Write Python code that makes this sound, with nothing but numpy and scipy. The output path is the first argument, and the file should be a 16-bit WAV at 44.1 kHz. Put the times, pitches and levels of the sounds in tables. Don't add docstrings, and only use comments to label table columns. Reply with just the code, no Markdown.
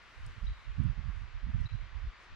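import sys
import numpy as np
from scipy import signal
from scipy.fft import rfft, irfft, next_fast_len
from scipy.io import wavfile
from scipy.ndimage import uniform_filter1d, map_coordinates

SR = 44100
rng = np.random.default_rng(int(sys.argv[2]) if len(sys.argv) > 2 else 0)


def boost_factor(decibels):
    exponent = np.asarray(decibels, float) / 20
    return 10 ** exponent


def to_wav(sig):
    pcm = np.clip(np.atleast_2d(sig), -1, 1) * 32767
    pcm = np.round(pcm).astype(np.int16)
    wavfile.write(sys.argv[1], SR, pcm.T)


N = 103635


def unit(x):
    return x / np.sqrt(np.mean(x ** 2) + 1e-20)


def along(points, hz):
    f, v = np.transpose(points)
    return np.interp(np.log(hz + 1), np.log(f + 1), v)


def curve(rows):
    return np.interp(np.arange(N) / SR, *np.transpose(rows))


def wobble(rate_hz):
    return map_coordinates(rng.standard_normal(size=400), [np.arange(N) * rate_hz / SR])


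def filtered(x, response):
    m = next_fast_len(N + SR // 2)
    return irfft(rfft(x, m) * response(np.fft.rfftfreq(m, 1 / SR)), m)[..., :N]


def rush(spectrum, patchy_db, alike):
    # frequency in Hz, correlation.
    likeness = [(60, 0.07), (140, 0.08), (350, 0.55), (840, 0.59), (2010, 0.57), (4840, 0.33)]
    # frequency in Hz, left over right in dB.
    lean = [(300, -1), (700, -1.2), (1400, 1), (2800, 4), (5500, -1), (10000, -0.5)]
    lag_s = 2.5e-5
    z = signal.stft(rng.standard_normal((2, N)), nperseg=512)[2]
    field = uniform_filter1d(rng.standard_normal(z.shape[1:]), size=6, axis=0)
    field = uniform_filter1d(field, size=10, axis=1)
    pair = signal.istft(z * boost_factor(patchy_db * unit(field)), nperseg=512)[1][:, :N]

    def mid_side(hz):
        angle = np.arccos(np.clip(alike * along(likeness, hz), -1, 1)) / 2
        return boost_factor(along(spectrum, hz)) * [np.cos(angle), np.sin(angle)]

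    mid, side = filtered(pair, mid_side)
    way = np.array([[.5], [-.5]])

    def lean_and_lag(hz):
        return boost_factor(way * along(lean, hz)) * np.exp(-2j * np.pi * hz * way * lag_s)

    return unit(filtered([mid + side, mid - side], lean_and_lag))


def crowns():
    # frequency in Hz, density in dB per Hz.
    needles = [(60, -65), (110, -9.5), (400, -10.5), (800, -9), (1100, -2), (2000, -3.5), (4500, -16),
               (7000, -28.5), (10000, -50), (16000, -78)]
    # time in seconds, level in dB.
    crown = [(0.0, -59.5), (0.29, -58.5), (1.35, -59.5), (2.35, -59)]
    # frequency in Hz, level in dB.
    twigs = [(3500, -27), (5500, 5.5), (7500, 0), (9000, -4.5), (11000, -10.5), (13000, -12),
             (14200, -42.5)]
    # time in seconds, level in dB.
    rustle = [(0, -81.5), (.15, -76), (.27, -72), (.4, -82), (.65, -81), (.83, -83), (.95, -94),
              (1.17, -78), (1.4, -105), (1.6, -77.5), (1.72, -89.5), (2.08, -103), (2.24, -75.5),
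              (2.35, -94)]
    far_db = curve(crown) + 1.5 + 0.33 * wobble(21)
    hiss = boost_factor(far_db) * rush(needles, patchy_db=0.91, alike=1.32)
    near_db = curve(rustle) - 1.5 + 1.8 * wobble(14)
    return hiss + boost_factor(near_db) * rush(twigs, patchy_db=1.5, alike=0.32)


def bird():
    # start in seconds, top pitch in Hz, level in dB.
    chips = [
        (.465, 3970, -48.5),
        (1.655, 4026, -47.5),
    ]
    chip_s, arch, right_db = .019, .1, -15
    lead_s, lead_db, lead_from_hz, lead_to_hz = .025, -21, 4200, 6500
    slap_s, slap_db = .063, -21
    echo_db, echo_t60_s, echo_width_hz = -22, .55, 110
    out, t = np.zeros((2, N + SR)), np.arange(SR // 2) / SR
    u = np.linspace(0, 1, int(chip_s * SR))
    shape = np.sin(np.pi * u) ** .5

    def add(start_s, sound):
        out[:, int(start_s * SR):][:, :sound.shape[-1]] += sound

    for s, hz, db in chips:
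        chip_hz = hz * (1 - arch * (2 * u - 1) ** 2)
        chip = boost_factor(db) * shape * np.sin(2 * np.pi * np.cumsum(chip_hz) / SR)
        lead_hz = lead_from_hz + (lead_to_hz - lead_from_hz) * u
        lead = boost_factor(db + lead_db) * shape * np.sin(2 * np.pi * np.cumsum(lead_hz) / SR)
        add(s, chip * boost_factor([[0], [right_db]]))
        add(s - lead_s, lead * boost_factor([[0], [-4]]))
        add(s + slap_s, chip * boost_factor(slap_db))
        tail = rng.standard_normal((2, len(t))) * boost_factor(-60 * t / echo_t60_s) * (t > .008)
        tail = filtered(tail, lambda f: 1 / (1 + 1j * (f - hz) / echo_width_hz))[:, :len(t)]
        echo = signal.fftconvolve(chip[None], tail / np.linalg.norm(tail[0]), axes=1)
        add(s, boost_factor(echo_db) * echo)
    return out[:, :N]


def ticks():
    # start in seconds, level in dB, left over right in dB.
    snaps = [
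        (0.264, -52, 14.5),
        (0.322, -79, 9),
        (0.343, -81, 8),
        (.411, -75, 12),
        (0.751, -88, -1),
        (.836, -68.5, 17),
        (1.609, -66.5, 13),
        (2.245, -80, 12),
    ]
    # frequency in Hz, level in dB.
    snap_colour = [(3000, -29.5), (5200, 5), (7000, -12), (8700, 3.5), (10200, -14.5), (13000, -25.5),
                   (16000, -20.5)]
    t60_s = 0.015
    out, t = np.zeros((2, N)), np.arange(SR // 50) / SR
    for s, db, pan_db in snaps:
        burst = boost_factor(db + 12 - 60 * t / t60_s) * rng.standard_normal(len(t))
        out[:, int(s * SR):][:, :len(t)] += burst * boost_factor([[0], [-pan_db]])
    return filtered(out, lambda hz: boost_factor(along(snap_colour, hz)) * (hz > 2000))


def eddies(spectrum, gain):
    x = unit(filtered(rng.standard_normal(N), lambda hz: boost_factor(along(spectrum, hz))))
    x = x / (np.abs(signal.hilbert(x, next_fast_len(N))[:N]) + .35)
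    return filtered(unit(x) * gain, lambda hz: boost_factor(np.minimum(along(spectrum, hz) + 10, 0) / 2))


def port(puffs):
    # frequency in Hz, level in dB.
    thud = [(15, -10), (28, -1), (40, 0), (55, -5), (80, -15), (130, -42), (200, -90)]
    roll = [(35, -30.5), (60, -2), (80, -3.5), (110, -7), (150, -16), (220, -39.5), (300, -96)]
    flap = [(70, -50.5), (120, -3.5), (150, 4), (200, -4.5), (260, -13), (340, -25), (500, -64)]
    lull_db = -62.5
    full_db, flutter_db = -18.5, 1.5
    s, db, bright_db, half_s = np.transpose(puffs)[:, :, None]
    swell = np.exp(-.5 * ((np.arange(N) / SR - s) / half_s) ** 2)

    def layer(extra_db):
        return (boost_factor(db + extra_db) * swell).sum(axis=0) * boost_factor(flutter_db * wobble(44.73))

    roll_db = 0.5 + 0.36 * (db - full_db) + 0.57 * bright_db
    flap_db = -7 + 0.91 * (db - full_db) + bright_db
    large = eddies(thud, layer(0) + boost_factor(lull_db))
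    middle = eddies(roll, layer(roll_db) + boost_factor(lull_db - 5.5))
    return large + middle + eddies(flap, layer(flap_db))


def buffeting():
    # time in seconds, strength in dB, brightness in dB, half length in seconds.
    left_puffs = [(.25, -38, -13, 0.031), (.325, -44, -4.5, 0.011), (.44, -41, -19.5, 0.017),
                  (.5, -30.5, -18.5, 0.021), (.58, -51, -18, .015), (.715, -45.5, -2.5, 0.024),
                  (.8, -51.5, -2, 0.074), (.9, -52.5, -9.5, 0.034), (1.09, -51.5, -13.5, 0.057),
                  (1.25, -51, -14, 0.03), (1.37, -44, -12, 0.017), (1.455, -46, -10.5, 0.023),
                  (1.56, -44.5, -10, 0.054), (1.65, -46, -5, 0.013), (1.8, -49.5, -13, 0.072),
                  (2.0, -51, -14, 0.044), (2.075, -30, -19.5, 0.013), (2.34, -46.5, 0, 0.028)]
    right_puffs = [(.2, -44, 8.5, 0.022), (.25, -39, 3.5, 0.011), (.29, -40, 6, 0.02),
                   (.378, -46, 23.5, 0.0091), (.435, -30.5, 1, 0.0091), (.47, -29.5, -12, 0.025),
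                   (.51, -30.5, -14.5, 0.01), (.58, -53, -25, 0.024), (.695, -29.5, -10.5, 0.017),
                   (.755, -38, -4.5, 0.012), (.802, -29, 15.5, 0.013), (.855, -32.5, 19.5, 0.015),
                   (.9, -27, 2, 0.021), (.99, -30, 2.5, 0.013), (1.06, -38, 11.5, 0.027),
                   (1.095, -31.5, 8, 0.0081), (1.16, -32.5, -12, 0.036), (1.228, -35.5, 5, .018),
                   (1.29, -40.5, -9, 0.013), (1.36, -33, -19, 0.021), (1.44, -27.5, -6, 0.0083),
                   (1.488, -36, 19, 0.017), (1.55, -27, 2, 0.011), (1.605, -26.5, -2, 0.018),
                   (1.655, -30, -1, .012), (1.742, -28, -1.5, 0.014), (1.82, -34.5, -9, 0.032),
                   (1.97, -33.5, -10, 0.032), (2.055, -30, -12.5, 0.023), (2.33, -42, 3.5, 0.0098)]
    cross_db, suck, low_cut_hz = -34.5, 1.8, 32
    left, right = port(left_puffs), port(right_puffs)
    both = np.array([left - boost_factor(cross_db) * right, right - boost_factor(cross_db) * left])
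    bent = both + suck * both ** 2
    return filtered(bent, lambda hz: hz ** 2 / np.sqrt(hz ** 4 + low_cut_hz ** 4))


def scene():
    return crowns() + bird() + ticks() + buffeting()


def low_pass(x):
    return signal.sosfilt(signal.butter(12, 15500, fs=SR, output="sos"), x)


def record(dry):
    gap_s, gap_half_s, gap_db = 1.6835, .0032, -11
    dip = boost_factor(gap_db * np.exp(-.5 * ((np.arange(N) / SR - gap_s) / gap_half_s) ** 2))
    return low_pass(dry * dip)


dry = scene()
out = record(dry)
to_wav(out)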